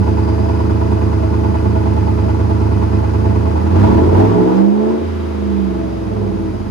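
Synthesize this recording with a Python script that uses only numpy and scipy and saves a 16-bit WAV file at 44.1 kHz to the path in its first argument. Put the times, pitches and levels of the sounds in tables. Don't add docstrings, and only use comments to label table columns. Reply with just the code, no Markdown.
import sys
import numpy as np
from scipy import signal
from scipy.fft import rfft, irfft
from scipy.io import wavfile
from scipy.ndimage import uniform_filter1d

SR = 44100
rng = np.random.default_rng(int(sys.argv[2]) if len(sys.argv) > 2 else 0)


def digitize_waveform(pressure):
    field = np.atleast_2d(pressure).T
    bounded = np.clip(field, -1, 1)
    quanta = np.round(bounded * 32767).astype(np.int16)
    wavfile.write(sys.argv[1], SR, quanta)


N = 295470
TIME = np.arange(N) / SR
FREQ = np.maximum(np.arange(N // 2 + 1) * SR / N, 1e-3)
SMOOTH_RPM, SMOOTH_RANGE_RPM = 2792, 155

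# time_s, speed_rpm
CRANK_SPEED = [(0.0, 1137.9), (0.48, 1142.8), (1.04, 1134.1), (1.48, 1139.1), (2.08, 1128.1),
               (3.28, 1122.6), (3.55, 1183.2), (3.68, 1243.3), (3.85, 1570.8), (4.01, 1992.5),
               (4.12, 2192.0), (4.25, 2504.0), (4.38, 2686.1), (4.57, 2885.0), (4.75, 3134.4),
               (4.93, 3341.4), (5.05, 3398.6), (5.38, 3102.5), (5.75, 2789.7), (6.18, 2410.9),
               (6.4, 2180.0), (6.7, 1846.3)]
# time_s, load
ENGINE_LOAD = [(3.69, 0.8), (3.82, 1.46), (4.11, 0.77), (4.2, 1.23), (4.27, 0.84), (4.5, 0.54),
               (4.59, 0.57), (4.7, -0.2), (4.92, 0.3), (5.09, -1.54), (5.65, -0.5), (6.0, -1.06),
               (6.22, -0.49), (6.7, -1.2)]
# idle_db, idle_lag_ms, power_db, power_lag_ms, overrun_db, overrun_lag_ms
CYLINDER_PULSES = [(5.5, 2.15, 0.5, 1.15, -0.5, -0.6), (-1.5, 0.5, 2, 5.41, -7.5, 10.5),
                   (-6, 1.14, 9, 0.47, 4, 1.35), (6, 0.5, 5.5, 1.16, 6, 2.53),
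                   (-0.5, 1, -2.5, 5.31, 8.5, 5.5), (5.5, 1.37, 6, 0.34, 7, 1.13),
                   (5.5, 0.5, 7, 5.87, 1.5, 7), (-13, -1, 4.5, 5.02, 7, 6.5)]
# base_db, pull_db_per_load, overrun_db_per_load, speed_db_per_1000_rpm, smooth_stream_db
BOOM_LEVEL = (-41, 6, 0, -3.5, -6.5)
DRONE_LEVEL = (-42, 7, -5.5, 1, -9)
BARK_LEVEL = (-46, 7, -6.5, 3.5, -2.5)
RASP_LEVEL = (-34, 6, -4.5, 1, -3)
RUSH_LEVEL = (-42.5, 10.5, 1, 1.5, 1.5)
BAY_LEVEL = (-46.5, 3.5, 0, 0, -0.5)
RUMBLE_LEVEL = (-62, 6, -9, -7, -18)

# pitch_hz, width_hz, gain_db
EXHAUST_MODES = [(84.5, 49.8, 25), (102.46, 6.8, 8), (197.65, 44.2, 20), (254.2, 39.6, 10),
                 (321.94, 25.8, 21), (357.6, 21.4, 8.5), (417, 42.8, 13), (544.4, 53, 10.5)]
# pitch_hz, width_hz, added_db
SILENCER_COASTING = [(194, 5.8, 3.5), (329, 19, 3.5)]
# level_db, lag_ms
CYLINDER_FRONTS = [(-7, 0), (0, 1.5), (3, -2), (-2, 0), (-10, -2), (5, 0.6), (6, 0), (-1, -3.5)]
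# pitch_hz, width_hz, gain_db
TAILPIPE_MODES = [(653, 41.6, 19.5), (743, 52, 9.5), (810, 22, 4), (879.3, 69, 19), (971, 52, 10.5),
                  (1148, 79, 15), (1320, 22, 7.5), (1449, 33, 15)]
# pitch_hz, width_hz, added_db
TAILPIPE_FLOWING = [(620, 110, 3), (757, 44, 11.5), (986, 98, 4)]
# pitch_hz, width_hz, added_db
TAILPIPE_COASTING = [(766, 60, -4.5), (946, 290, -6.5)]
# pitch_hz, gain_db
RUSH_COLOUR = [(300, -62), (900, 0), (1400, -6.5), (2000, -13.5), (3000, -19), (5000, -26.5),
               (10000, -40.5), (16000, -43)]
# pitch_hz, gain_db
HISS_AT_MICROPHONE = [(500, 8.5), (2000, -7.5), (4000, -3), (5000, -4), (7000, -8), (8500, -11),
                      (11500, -12.5), (12400, -24), (13200, -47), (15000, -33), (16000, -42)]
# pitch_hz, width_hz, gain_db
PICKUP_PEAKS_AND_NOTCHES = [(2110, 120, -1), (2400, 190, 3), (3180, 540, -37), (5100, 69, 9),
                            (5385, 236, -19), (5790, 200, 6.5), (6040, 136, -21), (6480, 340, 3),
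                            (7610, 390, -26), (9370, 160, -18)]
# pitch_hz, left_minus_right_db
BAY_DIRECTION = [(2000, -12.5), (3300, -1), (5000, 14.5), (7000, 0.5), (10000, -0.5)]
VALVE_TICKS = [19, -7, 16, 14, -6, 19.5, 12, 17.5]
# pitch_hz, width_hz, gain_db
SIZZLE_MODES = [(4750, 240, 17), (5000, 110, 19)]
# time_s, level_db
SIZZLE_FADE = [(0, -57), (0.25, -48), (0.6, -52), (0.9, -72)]
# pitch_hz, left_minus_right_db, left_lead_rad
MICROPHONE_PATHS = [(59.7, -2, 0), (157, -6, 0.57), (168, -15, 1.7), (279, 0, 1.32), (291, 2, 2),
                    (372.4, 12.5, -1.5), (496, -25, 0.4), (501.5, 4, -1), (537, -3.5, -3.5), (676, 3, -4.5),
                    (846, -3, -1), (990, -1.5, -6.5), (1477, 4, 1), (2630, -3, -0.66)]
# pitch_hz, width_hz, gain_db
INTAKE_MODES = [(1550, 690, 4), (2180, 600, 6), (3170, 680, 7), (3800, 240, 10)]
# zero_load_db, db_per_load
NOTE_LEVEL = (-17, 5.5)


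def undb(db):
    return 10 ** (np.asarray(db) / 20)


def unit(x):
    return x / np.sqrt(np.mean(x ** 2))


def over_time(table):
    return np.interp(TIME, *np.transpose(table))


def over_freq(table):
    hz, *columns = np.transpose(table)
    return [np.interp(np.log(FREQ), np.log(hz), column) for column in columns]


def shape(x, response):
    return irfft(rfft(x) * response, N)


def lowpass(hz):
    s = 1j * FREQ / hz
    return 1 / (1 + np.sqrt(2) * s + s * s)


def highpass(hz):
    return lowpass(hz) * (1j * FREQ / hz) ** 2


def resonances(table):
    return undb(sum(db / (1 + 2j * (FREQ - hz) / width) for hz, width, db in table))


def pulses(times, sizes):
    position = np.clip(times * SR, 0, N - 2)
    sample = position.astype(int)
    fraction = position - sample
    return np.bincount(sample, sizes * (1 - fraction), N) + np.bincount(sample + 1, sizes * fraction, N)


def puffs(clicks, decay_s):
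    return unit(signal.lfilter([1], [1, -np.exp(-1 / (decay_s * SR))], clicks))


def stereo_noise(correlation):
    mid, side = rng.standard_normal((2, N))
    return np.sqrt(1 + correlation) * mid + np.sqrt(1 - correlation) * side * np.array([[1], [-1]])


def past(rpm, centre_rpm, range_rpm):
    return np.clip((rpm - centre_rpm) / range_rpm + .5, 0, 1)


def coasting():
    return np.clip(-over_time(ENGINE_LOAD) / 0.6, 0, 1)


def layer_db(levels):
    base_db, pull_db, overrun_db, speed_db, smooth_db = levels
    rpm, load = over_time(CRANK_SPEED), over_time(ENGINE_LOAD)
    effort_db = pull_db * np.maximum(load, 0) + overrun_db * np.maximum(-load, 0)
    smooth = past(rpm, SMOOTH_RPM, SMOOTH_RANGE_RPM)
    return base_db + effort_db + speed_db * (rpm - 1100) / 1000 + smooth_db * smooth


def crank_turns(rpm):
    return np.cumsum(rpm) / SR / 60


def firings(rpm, start_phase=.174):
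    fired = 4 * crank_turns(rpm)
    number = np.arange(int(fired[-1]))
    return np.interp(number + start_phase, fired, TIME), number % len(CYLINDER_PULSES)


def pressure_fronts(times, cylinder, rpm, lead_s=0.00395, scatter_db=0.5):
    level_db, lag_ms = np.array(CYLINDER_FRONTS)[cylinder].T
    sizes = undb(level_db + scatter_db * rng.standard_normal(len(times)))
    return pulses(times + lag_ms / 1000 - lead_s, sizes / np.sqrt(np.interp(times, TIME, rpm)))


def exhaust_pulses(times, cylinder, revving, idle_scatter_db=0.64, idle_jitter_ms=0.33):
    idle_db, idle_ms, power_db, power_ms, coast_db, coast_ms = np.array(CYLINDER_PULSES)[cylinder].T
    shut, revved = np.interp(times, TIME, coasting()), np.interp(times, TIME, revving)
    revved_db = power_db + shut * (coast_db - power_db)
    revved_ms = power_ms + shut * (coast_ms - power_ms)
    jitter, scatter = rng.standard_normal((len(times), 2)).T * (1 - 0.7 * revved)
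    strength_db = idle_db + revved * (revved_db - idle_db) + idle_scatter_db * scatter
    lag_ms = idle_ms + revved * (revved_ms - idle_ms) + idle_jitter_ms * jitter
    return pulses(times + lag_ms / 1000, undb(strength_db))


def exhaust(thumps, rpm, revving, split_hz=140, echo_s=0.01244, gain_db=50):
    rush_db = layer_db(RUSH_LEVEL)
    roughness = 0.021 * undb(rush_db - np.median(rush_db)) * (1 - 0.55 * revving)
    turbulence = roughness * puffs(thumps, decay_s=0.0065) * rng.standard_normal(N)
    bounce = 1 - 0.38 * np.exp(-2j * np.pi * FREQ * echo_s)
    pipe = resonances(EXHAUST_MODES) * bounce * highpass(33.5) ** 2 * lowpass(860)
    boom = shape(thumps, pipe * lowpass(split_hz) ** 2)
    upper_path = pipe * silencer_chambers() * highpass(split_hz) ** 2 * lowpass(776) ** 2
    upper = shape(thumps + turbulence, upper_path)
    upper += coasting() * shape(upper, resonances(SILENCER_COASTING) - 1)
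    upper = growl(upper, rpm)
    drone = shape(upper, 1 / (1 + (FREQ / 265) ** 10))
    bark = upper - drone
    bands = (boom, boom_db(rpm)), (drone, layer_db(DRONE_LEVEL)), (bark, layer_db(BARK_LEVEL))
    return sum(band * undb(level_db + gain_db) for band, level_db in bands)


def boom_db(rpm, balanced_db=-13.5, shut_db=-7.5):
    balanced = past(rpm, centre_rpm=2530, range_rpm=352) * (1 - 0.86 * coasting())
    return layer_db(BOOM_LEVEL) + balanced_db * balanced + shut_db * coasting()


def silencer_chambers(width_hz=170):
    response = 1
    for hz, _, _ in EXHAUST_MODES[2::2]:
        detune = 2j * (FREQ - hz) / width_hz
        response = response * (1 - detune) / (1 + detune)
    return response


def tailpipe_rasp(fronts, revving, idle_snap=0.53, revved_snap=0.3, gain_db=3):
    swell = puffs(puffs(fronts, decay_s=0.0012), decay_s=0.0044)
    gas = swell * rng.standard_normal(N)
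    snap = idle_snap + revving * (revved_snap - idle_snap)
    source = (snap * unit(fronts) + gas) / np.sqrt(1 + snap ** 2)
    ring = unit(shape(source, resonances(TAILPIPE_MODES) * highpass(510) ** 2 * lowpass(880) ** 2))
    ring += revving * shape(ring, resonances(TAILPIPE_FLOWING) - 1)
    ring += coasting() * shape(ring, resonances(TAILPIPE_COASTING) - 1)
    return ring * undb(layer_db(RASP_LEVEL) + gain_db)


def gas_rush(fronts, load):
    depth = 0.18 + 0.68 * np.maximum(load, 0) ** 2
    stream = stereo_noise(correlation=0.012) * (1 + depth * puffs(fronts, decay_s=0.021)) / (1 + depth)
    return unit(shape(stream, undb(over_freq(RUSH_COLOUR)[0]))) * undb(layer_db(RUSH_LEVEL))


def engine_bay(fronts, gain_db=3):
    air = stereo_noise(correlation=0.28) * (1 + 0.059 * puffs(fronts, decay_s=0.0023))
    pan_db = over_freq(BAY_DIRECTION)[0] * np.array([[1], [-1]]) / 2
    picked_up = undb(over_freq(HISS_AT_MICROPHONE)[0] + pan_db) * resonances(PICKUP_PEAKS_AND_NOTCHES)
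    return unit(shape(air, picked_up)) * undb(layer_db(BAY_LEVEL) + gain_db)


def valves(times, cylinder, revving, lag_s=.003, scatter_db=2, revved_db=-7, gain_db=-5):
    tick_db = np.array(VALVE_TICKS)[cylinder] + scatter_db * rng.standard_normal(len(times))
    ticks = pulses(times + lag_s, undb(tick_db))
    covers = resonances([(2011, 150, 37), (2525, 320, 31.4), (2970, 210, 19), (4850, 200, 21)])
    ring = unit(shape(ticks, covers * highpass(2440) ** 2 * lowpass(5100)))
    level_db = layer_db(BAY_LEVEL) + revved_db * revving + gain_db
    return (ring + driveway(ring, wet_db=-16.5)) * undb(level_db)


def sizzle(fronts):
    air = stereo_noise(correlation=0.27) * puffs(fronts, decay_s=0.019)
    colour = resonances(SIZZLE_MODES) * highpass(4500) ** 3 * lowpass(5200) ** 3
    return unit(shape(air, colour)) * undb(over_time(SIZZLE_FADE))


def buffeting():
    rumble = shape(stereo_noise(correlation=0.7), highpass(14) * lowpass(50))
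    return unit(rumble) * undb(layer_db(RUMBLE_LEVEL))


def microphone_ports(x):
    balance_db, lead_rad = over_freq(MICROPHONE_PATHS)
    ratio = undb(balance_db)
    left_right = np.array([ratio * np.exp(1j * lead_rad), np.ones_like(ratio)])
    return shape(x, left_right * np.sqrt(2 / (1 + ratio ** 2)))


def driveway(x, t60_s=0.57, wet_db=-16):
    tail = rng.standard_normal((2, N)) * np.exp(-np.log(1000) * TIME / t60_s) * (TIME > .008)
    tail /= np.sqrt(np.sum(tail ** 2, axis=1, keepdims=True))
    return shape(x, rfft(tail) * highpass(117)) * undb(wet_db)


def throttle_hiss(rpm, revving, base_db=-52, shut_db=3, db_per_1000_rpm=3):
    colour = resonances(INTAKE_MODES) * highpass(1300) ** 2 * lowpass(4200) ** 3
    air = unit(shape(stereo_noise(correlation=0.45), colour))
    level_db = base_db + shut_db * coasting() + db_per_1000_rpm * (rpm - 2980) / 1000
    return air * revving * undb(level_db)


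def growl(x, rpm):
    fired = 4 * crank_turns(rpm)
    neighbours = np.interp(fired - 3, fired, x) + np.interp(fired + 3, fired, x)
    share = 0.25 * past(rpm, centre_rpm=1450, range_rpm=500) * (1 - 0.79 * coasting())
    return (x + share * neighbours) / (1 + share)


def firing_note(rpm, load, lag_cycles=0.14):
    zero_load_db, db_per_load = NOTE_LEVEL
    note = unit(np.sin(2 * np.pi * (4 * crank_turns(rpm) - lag_cycles)))
    return note * past(rpm, SMOOTH_RPM, SMOOTH_RANGE_RPM) * undb(zero_load_db + db_per_load * load)


def overrun_throb(rpm, source_db=-18.5, radiates_hz=52):
    tone = unit(np.sin(2 * np.pi * 1.5 * crank_turns(rpm)))
    swell = uniform_filter1d(coasting(), size=SR // 6) ** 2
    return shape(tone * swell * undb(source_db), np.abs(highpass(radiates_hz)) ** 4)


def scene():
    rpm, load = over_time(CRANK_SPEED), over_time(ENGINE_LOAD)
    revving = past(rpm, centre_rpm=1425, range_rpm=550)
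    times, cylinder = firings(rpm)
    fronts = pressure_fronts(times, cylinder, rpm)
    thumps = exhaust_pulses(times, cylinder, revving)
    tailpipe = exhaust(thumps, rpm, revving) + tailpipe_rasp(fronts, revving)
    tailpipe += firing_note(rpm, load) + overrun_throb(rpm)
    far_end = engine_bay(fronts) + valves(times, cylinder, revving)
    near_end = microphone_ports(tailpipe + gas_rush(fronts, load))
    reflections = driveway(tailpipe)
    far_end += sizzle(fronts) + throttle_hiss(rpm, revving)
    return near_end + reflections + far_end + buffeting()


def record(dry, ceiling=.95, top_hz=15700):
    rounded = dry / (1 + (dry / ceiling) ** 8) ** (1 / 8)
    return signal.sosfilt(signal.ellip(8, .2, 70, top_hz, fs=SR, output="sos"), rounded)


dry = scene()
out = record(dry)
digitize_waveform(out)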